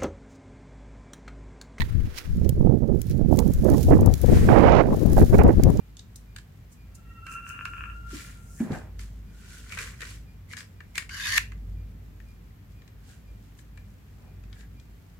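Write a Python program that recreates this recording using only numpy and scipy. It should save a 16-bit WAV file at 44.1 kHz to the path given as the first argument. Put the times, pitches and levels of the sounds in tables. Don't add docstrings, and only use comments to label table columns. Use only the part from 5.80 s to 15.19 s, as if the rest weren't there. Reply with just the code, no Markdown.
import sys
import numpy as np
from scipy import signal
from scipy.fft import rfft, irfft, next_fast_len
from scipy.io import wavfile
from scipy.ndimage import map_coordinates

SR = 44100
rng = np.random.default_rng(int(sys.argv[2]) if len(sys.argv) > 2 else 0)


def to_wav(s):
    ch = np.atleast_2d(s).T
    pcm = np.round(np.clip(ch, -1, 1) * 32767)
    wavfile.write(sys.argv[1], SR, pcm.astype(np.int16))


N = 414099
TIME = np.arange(N) / SR

# pitch_hz, width_hz, level_db
SHELL_MODES = [(1016, 150, -3.5), (1310, 340, -2.5), (1640, 370, 4), (2146, 800, 0), (2345, 93, 6.5),
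               (2760, 200, -4.5)]
# freq_hz, level_db
CRACK_SPECTRUM = [(3000, 3), (4200, 4.5), (5200, 0.5), (7400, 3), (9500, -5), (12000, -8), (15500, -11)]
# start_s, body_db, pitch_hz, crack_db, crack_top_hz, pan_db
CLICKS = [(0.169, -42.5, 3520, -46, 9000, -1), (0.193, -41, 3700, -43, 7500, 1),
          (0.3578, -53, 3750, -53, 15000, 0), (0.562, -31, 1620, -43, 15000, -1),
          (0.584, -38, 1690, -49.5, 12000, -6), (1.466, -28.5, 1360, -51.5, 13900, -7),
          (1.853, -27, 1370, -43.5, 15000, -5), (2.8022, -40, 1040, -54, 12100, 0),
          (2.9194, -35, 1580, -45, 5000, 5), (3.1924, -38.5, 2060, -46.5, 15400, -4),
          (3.893, -47, 1540, -51, 9000, 8), (3.921, -25.5, 2360, -43, 11730, 2),
          (3.9742, -19, 1572, -45, 12000, 4), (3.987, -23, 2430, -38.5, 14000, -3),
          (4.0248, -32, 1620, -53, 9000, 3), (4.2061, -29.5, 1810, -44, 14500, -1),
          (4.2174, -30, 1890, -41.5, 12000, 5), (4.2522, -37, 1960, -46, 9000, 2),
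          (4.7334, -28.5, 2230, -46, 12000, 4), (4.768, -29.5, 1680, -40.5, 11000, 4),
          (4.7758, -31, 1720, -51, 9000, 3), (4.8064, -34, 1620, -47, 11000, 5),
          (5.0046, -32, 1770, -59, 8000, 4), (5.1549, -28, 2310, -38.5, 14000, 1),
          (5.179, -13, 1876, -27, 15000, 0.5), (5.223, -31, 1820, -50, 12000, -1),
          (5.293, -27, 2200, -47, 11000, 3), (5.719, -33, 2050, -56, 8000, -1),
          (6.401, -43.5, 1820, -65, 7000, 6), (7.019, -47, 1850, -60.5, 6000, 4),
          (7.0778, -47, 2435, -57.5, 8160, 2), (7.7899, -44.5, 1715, -56.5, 7500, 4.5),
          (7.9744, -39.5, 1746, -58, 9000, 4), (8.6371, -49, 2550, -62, 8000, 3),
          (8.7283, -41.5, 2210, -48, 4770, 5), (8.8076, -45.5, 1720, -60, 9000, 12),
          (8.9985, -60, 2390, -58, 10000, 4)]


def clicks(rebound_s=0.0026, rebound_db=-8, ring_s=0.0071, small_part_hz=2500, small_db_per_octave=18):
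    crunch, t = contact_noise(), TIME[:2048]
    rings, body, crack = np.zeros((3, 2, N))

    def blow(decay_s):
        rebound = (t > rebound_s) * np.exp(-abs(t - rebound_s) / decay_s)
        return np.exp(-t / decay_s) + from_db(rebound_db) * rebound

    for start_s, body_db, pitch_hz, crack_db, crack_top_hz, pan_db in CLICKS:
        start = round(start_s * SR)
        span = slice(start, start + len(t))
        sides = pan(pan_db)
        loose_db = small_db_per_octave * max(0, np.log2(pitch_hz / small_part_hz))
        ring = np.exp(-t / ring_s) * np.sin(2 * np.pi * pitch_hz * t)
        rings[:, span] += sides * from_db(body_db + loose_db / 2) * ring
        body[:, span] += sides * from_db(body_db - loose_db) * blow(decay_s=0.0017) * crunch[:, span]
        lowpass = signal.butter(3, crack_top_hz, fs=SR, output="sos")
        snap = signal.sosfilt(lowpass, blow(decay_s=0.0021) * crunch[:, span])
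        crack[:, span] += sides * from_db(crack_db) * snap
    shell = from_db(-6) * resonate(body, SHELL_MODES)
    return shell + from_db(-11) * rings + from_db(6) * coloured(crack, CRACK_SPECTRUM)


# pitch_hz, width_hz, level_db
COLLAR_MODES = [(1100, 280, 1.5), (1540, 190, 2), (2080, 240, -4), (2520, 220, -7.5), (2900, 180, -7)]
# pitch_hz, width_hz, level_db
BARREL_MODES = [(1741, 45, -2.5), (2070, 16, -17.5), (2770, 58, -16.5), (5760, 70, -16), (6430, 80, -13)]
# freq_hz, level_db
SLIDE_HISS = [(3000, -2.5), (3350, -8), (3700, -4.5), (4050, -9), (4530, -2), (5200, -2), (6500, -3.5),
              (7400, -8.5), (9500, -13), (11000, -8.5), (13000, -17), (15300, -27)]
# peak_s, pitch_hz, level_db
PASSING_RINGS = [(5.34, 4680, -47), (5.36, 2880, -47.5), (5.44, 3660, -36), (5.45, 2480, -39),
                 (5.51, 4550, -35.5), (5.51, 2960, -40)]


def collar_slide(start_s=5.298, end_s=5.574, start_speed=0.15):
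    travel_s = [start_s, end_s]
    speed = np.interp(TIME, travel_s, [start_speed, 1])
    moving = swell(start_s, rise_s=0.003, fall_s=0.0047, hold_s=end_s - start_s)
    rasp = from_db(-1.5 * drift(120))
    drag = unit_rms(rasp * friction(catches_per_s=1500, spread_db=1.5, smooth=0.7))
    hiss = from_db(-31.5) * moving * speed ** 1.48 * coloured(drag, SLIDE_HISS)
    lag_s = np.interp(TIME, travel_s, [0.000415, 0.00045])
    reflection = 0.35 * np.array([np.interp(TIME - lag_s, TIME, channel) for channel in hiss])
    chatter = from_db(-29) * moving * speed ** 1.49 * drag
    collar = from_db(-10) * resonate(chatter, COLLAR_MODES)
    barrel = from_db(-2) * resonate(chatter, BARREL_MODES)
    singing_hz = np.interp(TIME, travel_s, [1554, 1793])
    singing = from_db(3.5) * glide(chatter, singing_hz, width_hz=150)
    passing = sum(from_db(level_db) * swell(peak_s, 0.065, 0.065) * band(drag, pitch_hz, width_hz=160)
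                  for peak_s, pitch_hz, level_db in PASSING_RINGS)
    return (collar + barrel + singing + hiss + reflection + moving * passing) * pan(0.5)


# start_s, body_db, crack_db
COLLAR_HITS = [(5.5782, -15, -12.5), (5.5806, -19.5, -18)]


def collar_snap(ring_db=-27):
    start_s, body_db, crack_db = np.transpose(COLLAR_HITS)
    crunch = contact_noise()
    blow = crunch * bursts(start_s, from_db(body_db), decay_s=0.0019)
    crack = crunch * bursts(start_s, from_db(crack_db), decay_s=0.0014)
    tail = crunch * bursts(start_s, from_db(body_db + ring_db), decay_s=0.038)
    shell = resonate(blow, [(1060, 900, -7), (1800, 630, 1.5), (2790, 930, -1), (3250, 630, -11)])
    barrel = resonate(tail, [(2420, 120, 0), (2830, 102, -1)])
    return coloured(crack, CRACK_SPECTRUM) + barrel + from_db(4.5) * shell


# time_s, pitch_hz
SQUEAL_PITCH = [(1.66, 1359), (1.72, 1386)]


def squeal(press_s=1.563, throb_hz=16.24, throb_crest_s=1.44, throb_end_s=1.73, flutter_db=3.5):
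    pressure = from_db(-43.5) * swell(press_s, rise_s=0.29, fall_s=0.6, hold_s=0.46)
    pitch_hz = np.interp(TIME, *np.transpose(SQUEAL_PITCH)) + 12 * drift(60)
    phase = phase_of(pitch_hz) + np.array([[0], [0.6]])
    depth = 0.85 * np.clip((throb_end_s - TIME) * 10, 0, 1)
    throb = 1 + depth * np.cos(2 * np.pi * throb_hz * (TIME - throb_crest_s))
    fundamental = throb * from_db(flutter_db * drift(35)) * np.sin(phase)
    octave_db = -6 - 19 * np.maximum(TIME - press_s, 0)
    octave = from_db(octave_db + flutter_db * drift(35)) * np.sin(2 * phase)
    side_tone = band(stereo_noise(NEAR_CORRELATION), pitch_hz=1884, width_hz=25)
    onset = from_db(-64) * swell(1.32, rise_s=0.088, fall_s=0.1)
    return pressure * (fundamental + octave) + onset * side_tone


# start_s, level_db
SLIPS = [(1.465, -34), (1.51, -41), (1.553, -44), (1.665, -29.5), (1.706, -33), (1.790, -24.5),
         (1.8091, -24.5), (1.8542, -19), (1.9347, -26), (1.966, -32), (2.007, -24.5), (2.039, -35),
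         (2.09, -35)]
# start_s, hold_s, level_db
GRATES = [(1.479, 0.11, -49), (1.657, 0.097, -48), (1.971, .13, -47.5)]
# pitch_hz, width_hz, level_db
SLIP_MODES = [(1000, 170, -1.5), (1385, 194, 9.5), (1700, 320, 4), (2340, 340, -0.5), (2736, 116, 13.5)]


def finger_slips():
    slip_s, slip_db = np.transpose(SLIPS)
    slips = from_db(8.5) * bursts(slip_s, from_db(slip_db), decay_s=0.00002)
    spells = sum(from_db(level_db) * swell(start_s, rise_s=0.015, fall_s=0.062, hold_s=hold_s)
                 for start_s, hold_s, level_db in GRATES)
    grating = spells * friction(catches_per_s=160, spread_db=2, smooth=0.35)
    return resonate(slips + grating, SLIP_MODES)


# start_s, level_db, pitch_hz, rise_s
BUMPS = [(2.324, -35, 290.5, 0.017), (2.803, -17, 227, 0.0058), (2.822, -23, 257, 0.006),
         (2.844, -29, 208, 0.0076), (2.901, -21.5, 250, 0.0056), (2.918, -20, 158, 0.004)]


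def bumps():
    out, t = np.zeros(N), TIME[:SR // 4]
    wobble = 0.5 * drift(130)
    for start_s, level_db, pitch_hz, rise_s in BUMPS:
        start = round(start_s * SR)
        span = slice(start, start + len(t))
        push = (t / rise_s * np.exp(1 - t / rise_s)) ** 2
        out[span] += from_db(level_db) * push * np.sin(2 * np.pi * pitch_hz * t + wobble[span])
    return out


# peak_s, rise_s, fall_s, body_db, hiss_db, ring_hz, ring_db
STROKES = [(2.35, 0.074, 0.23, -48, -48, 1480, -67), (2.815, 0.047, 0.12, -57, -58, 1720, -55.5),
           (2.935, 0.034, 0.11, -51, -55.5, 1590, -52), (3.203, 0.019, 0.089, -54.5, -54, 1700, -73),
           (3.75, 0.25, 0.26, -57.5, -55.5, 1487, -56), (3.945, 0.06, 0.04, -47, -51.5, 2420, -43),
           (4.002, 0.035, 0.15, -40, -45, 2500, -55), (4.225, 0.04, 0.078, -44.5, -54, 1830, -45),
           (4.295, 0.04, .11, -52.5, -51.5, 1520, -60), (4.73, 0.042, 0.015, -56, -51, 2100, -47),
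           (4.785, 0.021, 0.061, -48, -50, 5000, -51.5), (5.172, 0.022, 0.027, -52, -47.5, 2250, -40),
           (7.31, 0.11, 0.11, -65.5, -62.5, 1550, -69), (8.8, 0.08, 0.065, -63, -64.5, 1710, -60.5)]
# peak_s, rise_s, fall_s, level_db
TICK_AND_BRUSHES = [(0.359, .002, .01, -42), (0.925, 0.023, 0.026, -57), (1.155, 0.0093, 0.0097, -46.5),
                    (1.528, 0.053, 0.048, -51), (1.694, 0.037, 0.034, -51.5), (1.948, 0.68, 0.36, -66),
                    (2.45, 0.05, 0.12, -64), (2.79, 0.21, 0.079, -54.5), (7.794, 0.03, 0.03, -59.5)]
# freq_hz, level_db
RUB_HISS = [(1650, -56), (2800, -2.5), (3700, -5), (4400, -4.5), (5850, -5), (7400, -3), (8140, -6),
            (12200, -12.5), (13600, -19), (15500, -21)]
BRIGHT_HISS = [(4000, -8), (6500, 4.5), (8300, 3), (12000, -4.5), (15500, -9)]
UNDERTONE = [(330, -4), (440, 0), (620, -7)]


def rubs():
    unevenness = from_db(1.8 * np.clip(drift(110), -2, 2))
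    coarse = unit_rms(unevenness * friction(catches_per_s=400, spread_db=2, smooth=0.8))
    fine = friction(catches_per_s=2300, spread_db=5, smooth=1)
    body_gain, hiss_gain, rings = np.zeros(N), np.zeros(N), np.zeros((2, N))
    for peak_s, rise_s, fall_s, body_db, hiss_db, ring_hz, ring_db in STROKES:
        effort = swell(peak_s, rise_s, fall_s)
        body_gain += from_db(body_db) * effort
        hiss_gain += from_db(hiss_db) * effort
        rings += from_db(ring_db) * effort * band(coarse, ring_hz, width_hz=0.13 * ring_hz)
    bright_gain = sum(from_db(level_db) * swell(peak_s, rise_s, fall_s)
                      for peak_s, rise_s, fall_s, level_db in TICK_AND_BRUSHES)
    shell = resonate(coarse, SHELL_MODES) + from_db(-16.5) * coloured(coarse, UNDERTONE)
    hiss = from_db(2.5) * coloured(fine, RUB_HISS)
    strokes = body_gain * shell + rings + hiss_gain * hiss
    return strokes * pan(-0.2) + bright_gain * coloured(fine, BRIGHT_HISS)


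# peak_s, rise_s, level_db
SCUFFS = [(2.802, 0.0025, -44), (2.915, 0.05, -40), (8.45, 0.13, -59.5)]
# freq_hz, level_db
SCUFF_SPECTRUM = [(120, -1.5), (250, -2.5), (500, -6.5), (800, -8.5), (1100, -14.5), (1600, -18),
                  (2500, -25)]


def scuffs():
    drag = friction(catches_per_s=980, spread_db=1.5, smooth=1)
    effort = sum(from_db(level_db) * swell(peak_s, rise_s, fall_s=0.16)
                 for peak_s, rise_s, level_db in SCUFFS)
    return effort * coloured(drag, SCUFF_SPECTRUM)


def fidget():
    activity = from_db(-78 + 3.5 * np.minimum(drift(6), 2))
    return activity * coloured(friction(catches_per_s=200, spread_db=3, smooth=1), RUB_HISS)


def far_chirps(period_s=0.4995, centre_hz=2420, fall_hz_per_s=380):
    age_s = (TIME + period_s / 2) % period_s - period_s / 2
    pitch_hz = centre_hz - fall_hz_per_s * age_s + 22 * drift(70)
    phase = phase_of(pitch_hz) + np.array([[0], [1]])
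    tone = np.sin(phase) + from_db(-10) * np.sin(2 * phase)
    pulse = np.exp(-0.5 * (age_s / 0.024) ** 2)
    tail = 0.35 * np.exp(-0.5 * ((age_s - 0.08) / 0.035) ** 2)
    return from_db(-66 + 2 * drift(30)) * (pulse + tail) * tone


# peak_s, ramp_s, level_db
DRONE_SWELLS = [(2.2, 1, -44.5), (3.2, 0.42, -41.5), (4.1, 0.82, -46.5), (5.9, 0.61, -36),
                (7.55, 0.26, -45.5), (8.7, 0.53, -45.5)]
# freq_hz, level_db
MURMUR_SPECTRUM = [(36, -30.5), (62, -9), (76, -9), (99, -5), (130, -12.5), (205, -15.5), (226, -19),
                   (306, -24.5), (327, -29), (443, -31), (600, -40), (780, -40), (1320, -120)]
AIR_SPECTRUM = [(400, -8), (700, -10.5), (2000, -12), (3800, -20), (7500, -25), (10000, -29), (12500, -20),
                (15500, -23.5)]
# freq_hz, correlation
FAR_CORRELATION = [(60, 1), (140, 0.91), (300, 0.68), (700, 0.15), (1500, 0.021), (12000, 0.0098)]


def room_rumble(drone_hz=51.9, drone_db=-51.5, upper_hz=92, width_hz=5):
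    def tone(pitch_hz):
        phase = 2 * np.pi * pitch_hz * TIME
        return unit_rms(drift(width_hz) * np.cos(phase) + drift(width_hz) * np.sin(phase))

    surge = 1 + sum(from_db(level_db - drone_db) * swell(peak_s, ramp_s, ramp_s)
                    for peak_s, ramp_s, level_db in DRONE_SWELLS)
    swelling = (surge - 1) * unit_rms(np.sin(phase_of(drone_hz + 2 * drift(5))))
    drone = from_db(drone_db) * (tone(drone_hz) + swelling + from_db(-11) * surge * tone(upper_hz))
    murmur = from_db(-50.5) * surge ** 0.28 * coloured(stereo_noise(FAR_CORRELATION), MURMUR_SPECTRUM)
    hiss = from_db(-63.5) * coloured(stereo_noise(FAR_CORRELATION), AIR_SPECTRUM)
    return drone + murmur + hiss


def room(x, wet_db, t60_s=0.21, gap_s=0.0034, cutoff_hz=16400):
    t = TIME[:SR // 2]
    envelope = from_db(-60 * t / t60_s) * np.clip(t / gap_s - 1, 0, 1)
    lowpass = signal.butter(1, cutoff_hz, fs=SR, output="sos")
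    tail = signal.sosfilt(lowpass, envelope * rng.standard_normal((2, len(t))))
    return x + from_db(wet_db) * convolve(x, tail / np.linalg.norm(tail, axis=1, keepdims=True))


# freq_hz, correlation
NEAR_CORRELATION = [(200, 0.8), (1400, .8), (2200, 0), (3500, 0.06), (12000, 0.05)]


def contact_noise():
    return np.sign(stereo_noise(NEAR_CORRELATION))


def friction(catches_per_s, spread_db, smooth):
    caught = rng.random(N) < catches_per_s / SR
    sizes = from_db(spread_db * np.minimum(rng.exponential(1, N), 4))
    grains = unit_rms(signal.lfilter([1], [1, -np.exp(-1 / 20)], caught * sizes + 1e-18))
    return unit_rms((grains + smooth) * stereo_noise(NEAR_CORRELATION))


def stereo_noise(correlation):
    size = next_fast_len(N)
    mid, side = rfft(rng.standard_normal((2, size)))
    alike = np.clip(at_hz(correlation, np.arange(len(mid)) * SR / size), 0, 1)
    spectra = np.sqrt(1 + alike) * mid + np.sqrt(1 - alike) * side * [[1], [-1]]
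    return unit_rms(irfft(spectra, size)[:, :N])


def drift(rate_hz):
    knots = rng.standard_normal(8192)
    return unit_rms(map_coordinates(knots, [TIME * rate_hz * 2], order=1, mode="wrap"))


def swell(peak_s, rise_s, fall_s, hold_s=0, depth_db=18, roundness=1.38):
    away = np.maximum((peak_s - TIME) / rise_s, (TIME - peak_s - hold_s) / fall_s)
    gain, near = np.zeros(N), away < 4
    gain[near] = from_db(-depth_db * np.maximum(away[near], 0) ** roundness)
    return gain


def bursts(start_s, heights, decay_s):
    impulses = np.zeros(N)
    impulses[np.round(start_s * SR).astype(int)] = heights
    return signal.lfilter([1], [1, -np.exp(-1 / (decay_s * SR))], impulses + 1e-18)


def resonate(x, modes):
    t = TIME[:4096]
    response = np.zeros(len(t))
    for k, (pitch_hz, width_hz, level_db) in enumerate(modes):
        envelope = from_db(level_db) * width_hz * np.exp(-np.pi * width_hz * t)
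        response += (-1) ** k * envelope * np.cos(2 * np.pi * pitch_hz * t)
    response = bandpass(response, 0.97 * modes[0][0], modes[-1][0], order=4)
    return convolve(x, response / np.linalg.norm(response))


def glide(x, pitch_hz, width_hz):
    carrier = np.exp(1j * phase_of(pitch_hz))
    pole = np.exp(-np.pi * width_hz / SR)
    baseband = signal.lfilter([np.sqrt(2 * (1 - pole * pole))], [1, -pole], x / carrier + 1e-18)
    return bandpass((carrier * baseband).real, 0.8 * pitch_hz.min(), 2 * pitch_hz.max())


def band(x, pitch_hz, width_hz):
    return unit_rms(bandpass(x, pitch_hz - width_hz / 2, pitch_hz + width_hz / 2))


def bandpass(x, low_hz, high_hz, order=2):
    return signal.sosfilt(signal.butter(order, [low_hz, high_hz], "band", fs=SR, output="sos"), x)


def coloured(x, spectrum, size=8192):
    freq_hz = np.arange(size // 2 + 1) * SR / size
    closed = [(spectrum[0][0] / 2, -70), *spectrum, (spectrum[-1][0] * 2, -70)]
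    cepstrum = irfft(np.log(from_db(at_hz(closed, freq_hz))))
    causal = 2 * cepstrum[:size // 2] * (np.arange(size // 2) > 0)
    response = irfft(np.exp(rfft(causal, size)))
    return convolve(x, response / np.linalg.norm(response))


def convolve(x, response):
    return signal.oaconvolve(x, np.atleast_2d(response), axes=-1)[:, :N]


def at_hz(points, freq_hz):
    known_hz, values = np.transpose(points)
    return np.interp(np.log(freq_hz + 1), np.log(known_hz), values)


def phase_of(pitch_hz):
    return 2 * np.pi * np.cumsum(pitch_hz) / SR


def pan(pan_db):
    return from_db([[pan_db / 2], [-pan_db / 2]])


def from_db(db):
    return 10 ** (np.asarray(db) / 20)


def unit_rms(x):
    return x / np.sqrt(np.mean(x ** 2) + 1e-20)


def scene():
    handling = room(clicks() + rubs() + fidget() + collar_slide(), wet_db=-8.5)
    snap = room(collar_snap(), wet_db=-15)
    finger = room(squeal() + finger_slips(), wet_db=-4)
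    knocks = room(bumps() + scuffs(), wet_db=-7.5)
    return handling + snap + finger + knocks + far_chirps() + room_rumble()


def record(dry):
    return signal.sosfilt(signal.ellip(10, 0.1, 80, 15800, fs=SR, output="sos"), dry)


dry = scene()
out = record(dry)
to_wav(out)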